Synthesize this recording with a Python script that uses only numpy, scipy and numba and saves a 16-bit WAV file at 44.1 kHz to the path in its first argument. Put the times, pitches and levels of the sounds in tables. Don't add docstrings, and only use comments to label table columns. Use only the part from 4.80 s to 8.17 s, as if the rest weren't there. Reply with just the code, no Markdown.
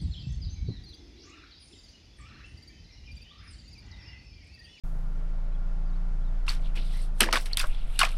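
import sys
import numpy as np
from scipy import signal
from scipy.fft import rfft, irfft, next_fast_len
from scipy.io import wavfile
from scipy.ndimage import uniform_filter1d
from numba import njit

SR = 44100
rng = np.random.default_rng(int(sys.argv[2]) if len(sys.argv) > 2 else 0)


def invert_db(level):
    return 10 ** (np.asarray(level, dtype=float) / 20)


def transcribe(signal):
    frames = np.atleast_2d(signal).T
    limited = np.clip(frames, -1, 1)
    pcm = np.round(limited * 32767).astype(np.int16)
    wavfile.write(sys.argv[1], SR, pcm)


N = 148617
T = np.arange(N) / SR


def unit(x):
    return x / np.sqrt(np.mean(x ** 2) + 1e-30)


def curve(table, axis):
    return np.interp(T, np.array(table)[:, 0], np.array(table)[:, axis])


def colour(x, points):
    n, p = next_fast_len(len(x)), np.array(points)
    hz = np.maximum(np.arange(n // 2 + 1) * SR / n, 1)
    gain_db = np.interp(np.log(hz), np.log(p[:, 0]), p[:, 1])
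    return irfft(rfft(x, n) * invert_db(gain_db), n)[:len(x)]


def band(x, hz, width):
    return signal.lfilter(*signal.iirpeak(min(hz, .45 * SR), hz / min(width, .3 * SR), SR), x)


def steep(x, hz, width):
    return unit(band(band(x, hz, width), hz, width))


def noise(n=N):
    return rng.standard_normal(n)


def walk(rate):
    k = int(SR / rate)
    steps = np.repeat(noise(N // k + 1), k)
    return uniform_filter1d(uniform_filter1d(steps, k), k)[:N]


def shape(t, rise, hold, t60):
    return np.clip(t / rise, 0, 1) * invert_db(-60 * np.clip(t - rise - hold, 0, None) / max(t60, .002))


def add(out, s, x):
    i = int(s * SR)
    out[i:i + len(x)] += x[:N - i]


@njit
def drops(at, hz, cycles, size, glide, n, sr):
    out = np.zeros(n)
    for j in range(len(at)):
        long, phase = cycles[j] * sr / hz[j], 0.
        for i in range(min(int(2 * long), n - at[j])):
            phase += 2 * np.pi * hz[j] / sr * (1 + glide * i / long)
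            out[at[j] + i] += size[j] * np.sin(phase) * np.exp(-3 * i / long)
    return out


def patter(n, octaves, hz, cycles, scatter_db, count):
    u, g = rng.random((count, 3)).T, noise(count)
    at = (u[0] * n).astype(np.int64)
    pitch = np.clip(hz[at] * 2 ** (octaves * g), 300, 15000)
    size = invert_db(-scatter_db * np.log(u[1] + 0.0014))
    ring_cycles = cycles * (.5 + 2 * u[2] ** 2)
    return unit(drops(at, pitch, ring_cycles, size, 0.16, n, 1. * SR))


def yard():
    # frequency in Hz, level in dB per Hz.
    tone = [(45, -6), (150, 1), (380, -11.5), (640, -7.5), (1400, -16), (2800, -26.5), (5000, -31),
            (12000, -45.5)]
    # frequency in Hz, gain in dB.
    top = [(13000, 0), (14500, -25)]
    base, swell, out = colour(noise(), tone), walk(0.77), 0
    for hz in 50 * 2 ** np.arange(0, 8.3, .5):
        flicker_db = swell + 1.6 * walk(14)
        out = out + invert_db(flicker_db) * band(base, hz, hz / 2.5)
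    return invert_db(-51.5) * unit(colour(out, top))


def buffet():
    gust_s, gust_long_s = 2.927, 0.16
    gust_db = 18.5 * np.exp(-((T - gust_s) / gust_long_s) ** 2)
    return invert_db(-39 + gust_db) * steep(noise(), 11, 4.1)


def hiss():
    t60_s = 1.74
    return invert_db(-68 - 60 * T / t60_s) * unit(band(noise(), 10000, 8100))


def chirps():
    # start in seconds, level in dB, first pitch in Hz, last pitch in Hz, length in seconds.
    notes_sung = [
        (.35, -72, 5900, 5700, .025),
        (0.711, -69, 3800, 4100, 0.037),
        (0.739, -68.5, 3500, 3120, .035),
        (1.038, -72, 4600, 4950, .06),
        (1.085, -69, 4700, 4280, 0.026),
        (1.117, -71, 3700, 4050, 0.049),
        (1.15, -71, 4350, 4370, 0.022),
        (1.409, -70, 3300, 3500, 0.037),
        (1.445, -70, 3900, 3950, .025),
        (1.463, -68, 3700, 3620, .04),
    ]
    fade_db, flutter_db, whine_hz = -5, 6, 5200
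    out = invert_db(-85) * unit(band(noise(), whine_hz, whine_hz / 60))
    for s, db, hz, last_hz, long in notes_sung:
        u = np.arange(int(long * SR)) / (long * SR)
        level = invert_db(db + fade_db + flutter_db * walk(150)[:len(u)])
        phase = 2 * np.pi * np.cumsum(hz + (last_hz - hz) * u) / SR
        add(out, s, level * 2 * np.sin(np.pi * u) * np.sin(phase))
    return out


def fan():
    return np.sqrt(2) * invert_db(-55.5 + 2 * walk(0.91)) * np.sin(2 * np.pi * 68 * T)


def belt():
    return invert_db(-66) * unit(band(noise(), 1380, 1380 / 30))


def engine():
    # time in seconds, firing rate in Hz, level in dB, overtone lift in dB.
    firing = [
        (0.06, 26.66, -28, 1.5),
        (.6, 27.77, -26.5, -2),
        (1.1, 28.52, -25.5, -1),
        (1.62, 28.7, -25, -4.5),
        (1.8, 27.61, -25, -2.5),
        (2.2, 27.62, -25, -3.5),
        (2.55, 26.06, -27.5, -8.5),
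        (2.85, 26.12, -27.5, -4.5),
        (3.0, 26.68, -29, -5),
        (3.34, 25.71, -25.5, -7),
    ]
    # multiple of the firing rate, level in dB.
    orders = [(1, 0), (2, -37), (3, -36.5), (4, -31), (5, -22.5), (6, -23.5), (7, -38), (8, -47.5),
              (9, -51), (10, -36.5), (11, -47.5), (12, -43.5)]
    turn = .04 + np.cumsum(curve(firing, axis=1)) / SR
    lift_db = curve(firing, axis=3)
    out = np.sin(2 * np.pi * turn)
    for k, order_db in orders[1:]:
        level = invert_db(order_db + 2.5 * walk(5.87) + lift_db)
        cycles = k * turn + rng.random() + 0.072 * walk(4.04)
        out = out + level * np.sin(2 * np.pi * cycles)
    return np.sqrt(2) * invert_db(curve(firing, axis=2)) * out


def squeaks():
    # start in seconds, level in dB, pitch in Hz, length in seconds.
    rubs = [
        (2.212, -56, 8540, 0.014),
        (3.243, -48, 650, 0.028),
        (2.126, -56, 2010, 0.058),
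        (2.886, -55, 2570, 0.036),
        (3.316, -47, 2600, 0.007),
        (3.332, -50.5, 1339, 0.013),
    ]
    out, t = np.zeros(N), T[:6000]
    for s, db, hz, long in rubs:
        whistle = band(band(noise(len(t)), hz, 0.18 * hz), hz, 0.18 * hz)
        add(out, s, invert_db(db) * shape(t, 0.23 * long, long, long) * unit(whistle))
    return out


def thuds():
    # start in seconds, level in dB, t60 in seconds, tilt in dB per octave.
    landings = [
        (1.96, -46.5, 0.32, -5),
        (2.406, -27.5, 0.22, -6),
        (2.462, -36, 0.26, 7),
        (2.526, -33, 0.19, 0.5),
        (2.836, -52, 0.091, 1.5),
        (3.191, -53, .06, -14),
        (3.229, -45.5, 0.077, 4),
    ]
    # frequency in Hz, width in Hz, level in dB.
    gap = [(241, 79, 3), (321, 78, 3.5), (531, 147, 6), (626, 120, 1.5)]
    out, t = np.zeros(N), T[:14000]
    for s, db, t60, tilt_db in landings:
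        blow = noise(len(t)) * shape(t, 0.0026, 0.0046, t60)
        ring = 0
        for hz, width, ring_db in gap:
            ring = ring + invert_db(ring_db + tilt_db * np.log2(hz / 230)) * steep(blow, hz, width)
        add(out, s, invert_db(db - 11.5) * unit(ring))
    return out


def haze():
    return invert_db(-81) * (T > 1.68) * unit(band(noise(), 12500, 7000))


def trickle():
    # time in seconds, level in dB, centre pitch in Hz, fine mist share in dB.
    leak = [(1.8, -70, 2978, -6), (1.86, -52, 3500, -21), (1.93, -73, 2187, -10), (1.975, -41, 2783, -25),
            (2.02, -51.5, 3680, -16), (2.09, -55, 3600, -8.5), (2.15, -51, 3950, -8),
            (2.25, -55.5, 4023, -4.5), (2.33, -81, 3500, -5), (2.4, -53.5, 3942, 3.5),
            (2.6, -97, 3500, -11.5), (2.71, -50.5, 2900, -14), (2.88, -55.5, 2432, -4),
            (2.96, -53.5, 3500, -15), (3.08, -60, 2948, -7), (3.16, -50, 2995, -9),
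            (3.37, -54.5, 3170, -7.5)]
    fizz = patter(N, .3, curve(leak, axis=2), cycles=14, scatter_db=2.5, count=14000)
    mist = unit(band(noise(), 9000, 3500)) * invert_db(2 * walk(30) + 2.5 * walk(300))
    water = fizz + invert_db(curve(leak, axis=3)) * mist
    return invert_db(curve(leak, axis=1)) * (T > 1.8) * water


def sprays():
    # start in seconds, level in dB, centre pitch in Hz, hold in seconds, t60 in seconds.
    bursts = [(1.665, -48, 2580, 0.011, 0.24), (1.679, -33, 2820, 0.014, 0.23),
              (1.721, -55, 7000, 0.012, 0.086), (1.953, -45, 3500, 0.0054, 0.17),
              (2.4035, -19, 2750, .015, 0.14), (2.468, -40.5, 1660, 0.0053, 0.37),
              (2.525, -22.5, 2550, 0.013, 0.13), (2.556, -26.5, 2580, 0.011, 0.12),
              (3.127, -70, 9900, 0.018, .1), (2.597, -47.5, 9200, 0.027, 0.15),
              (2.655, -42.5, 4502, 0.0083, 0.12), (2.77, -32, 4700, 0.017, 0.13),
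              (2.794, -33, 3900, 0.019, 0.13), (2.827, -44, 1190, 0.016, 0.26),
              (3.19, -22, 4250, 0.0095, 0.075), (3.209, -21, 2040, 0.01, 0.065),
              (3.232, -27.5, 1990, 0.0067, 0.2)]
    out, t = np.zeros(N), T[:14000]
    for s, db, hz, hold, t60 in bursts:
        water = patter(len(t), 0.83, hz + 0 * t, cycles=3.24, scatter_db=3.5, count=2500)
        mist = steep(noise(len(t)), hz, hz * 3) * invert_db(5.5 * walk(167)[:len(t)])
        add(out, s, invert_db(db) * shape(t, 0.0014, hold, t60) * (water + invert_db(-9) * mist))
    return out


def slaps():
    # start in seconds, peak in dB, pitch in Hz, t60 in seconds.
    pockets = [(1.6787, -24.5, 1235, 0.013), (1.68, -22, 2690, .012), (1.683, -27, 1160, .015),
               (1.6903, -20, 4370, 0.03), (2.405, -15.5, 2510, 0.0071), (2.4061, -21, 1030, 0.01),
               (2.4115, -15.5, 3040, 0.012), (2.419, -14, 2300, .012), (2.421, -20, 1270, .012),
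               (2.4356, -10, 1680, .013), (2.471, -25, 1740, .02), (2.4866, -16, 910, 0.011),
               (2.491, -27, 1400, 0.011), (2.5258, -21, 641, .012), (2.526, -14, 1390, .007),
               (2.532, -12, 1230, .018), (2.538, -16, 2200, .012), (2.539, -19, 677, 0.013),
               (2.5549, -14, 1930, 0.0073), (2.5554, -13.5, 1470, 0.017), (2.563, -16, 1120, .018),
               (2.571, -21.5, 1120, .025), (2.732, -18.5, 4330, 0.015), (2.742, -35, 4360, .01),
               (2.7716, -15, 3650, 0.0055), (2.793, -20, 4740, .01), (2.798, -23, 4810, 0.017),
               (2.7985, -20, 2520, 0.016), (2.8015, -27, 1610, 0.016), (2.8075, -20.5, 3500, .01),
               (2.831, -29, 1520, 0.013), (2.838, -23, 1240, 0.02), (2.837, -23.5, 557, 0.081),
               (2.947, -34.5, 3380, 0.013), (3.156, -37, 2800, 0.037), (3.192, -17, 4454, .012),
               (3.202, -16.5, 1493, .015), (3.2132, -5, 1377, 0.01), (3.2154, -12, 2900, .01),
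               (3.2166, -6, 1094, 0.022), (3.222, -12, 1038, .015), (3.242, -21, 1110, .015),
               (3.257, -25, 1300, .012), (3.229, -14, 1167, 0.013), (3.231, -12.5, 2450, 0.007),
               (3.2322, -11.5, 703, 0.021), (3.2365, -15, 2125, 0.015), (3.25, -19, 2446, 0.02),
               (3.272, -26, 1150, 0.015)]
    late_s, glide, roughness, upper_db, rise_cycles = .0005, 2, .42, -9, 1.5
    out, t = np.zeros(N), T[:4000]
    for s, db, hz, t60 in pockets:
        rough = steep(noise(len(t)), hz, 0.25 * hz)
        upper = steep(noise(len(t)), 2.2 * hz, hz)
        rough = rough + invert_db(upper_db) * (1200 / hz) ** 2 * upper
        tone = np.sin(2 * np.pi * hz * t * (1 + glide * t))
        envelope = shape(t, rise_cycles / hz, 0.0011, t60)
        add(out, s + late_s, 0.63 * invert_db(db) * envelope * (tone + roughness * rough))
    return out


def tears():
    # start in seconds, peak in dB, treble share in dB.
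    rips = [(2.406, 0.5, 5.5), (2.4302, -14.5, 5), (2.5271, -8.5, -10), (2.535, -13, -7), (2.73, -35, 3),
            (2.744, -38, -16), (2.771, -9.5, 5.5), (2.7948, -16, 9), (2.7983, -16.5, -2),
            (2.4101, -9.5, -8), (3.199, -19, -7), (2.87, -32, 7), (3.192, -6, 14), (3.2046, -12, -5),
            (3.2323, -20, 2), (3.29, -32, -6), (3.317, -40, 14), (2.658, -31, 8), (2.5565, -18, -8),
            (2.729, -41, 9), (3.33, -42, 12), (2.635, -46, 10), (3.16, -38, 12)]
    out, t = np.zeros(N), T[:1500]
    for s, db, treble_db in rips:
        snap = noise(len(t)) * shape(t, .0007, .0007, .004)
        body = unit(band(snap, 3500, 1780))
        treble = steep(snap, 8800, 5500)
        crack = body + invert_db(treble_db - 6) * treble
        add(out, s, invert_db(db) * crack / np.abs(crack).max())
    return out


def scene():
    # frequency in Hz, gain in dB.
    mic = [(300, -20.5), (900, -2.5), (5600, 0.5), (6800, -6.5), (8000, 0), (11800, -1), (12600, -6),
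           (15600, -9)]
    surroundings = yard() + buffet() + hiss() + chirps()
    car = engine() + fan() + belt() + squeaks() + thuds()
    water = trickle() + haze() + sprays() + slaps() + tears()
    return (surroundings + car + colour(water, mic))[None]


def roll_off(x):
    return signal.sosfilt(signal.butter(12, 16510, fs=SR, output="sos"), x)


def record(dry):
    ceiling, opens_s = .9, .0363
    rounded = ceiling * np.tanh(dry / ceiling)
    lowpass = signal.ellip(8, .3, 45, 15800, fs=SR, output="sos")
    mix = signal.sosfilt(lowpass, rounded) * (T >= opens_s)
    return roll_off(mix)


dry = scene()
out = record(dry)
transcribe(out)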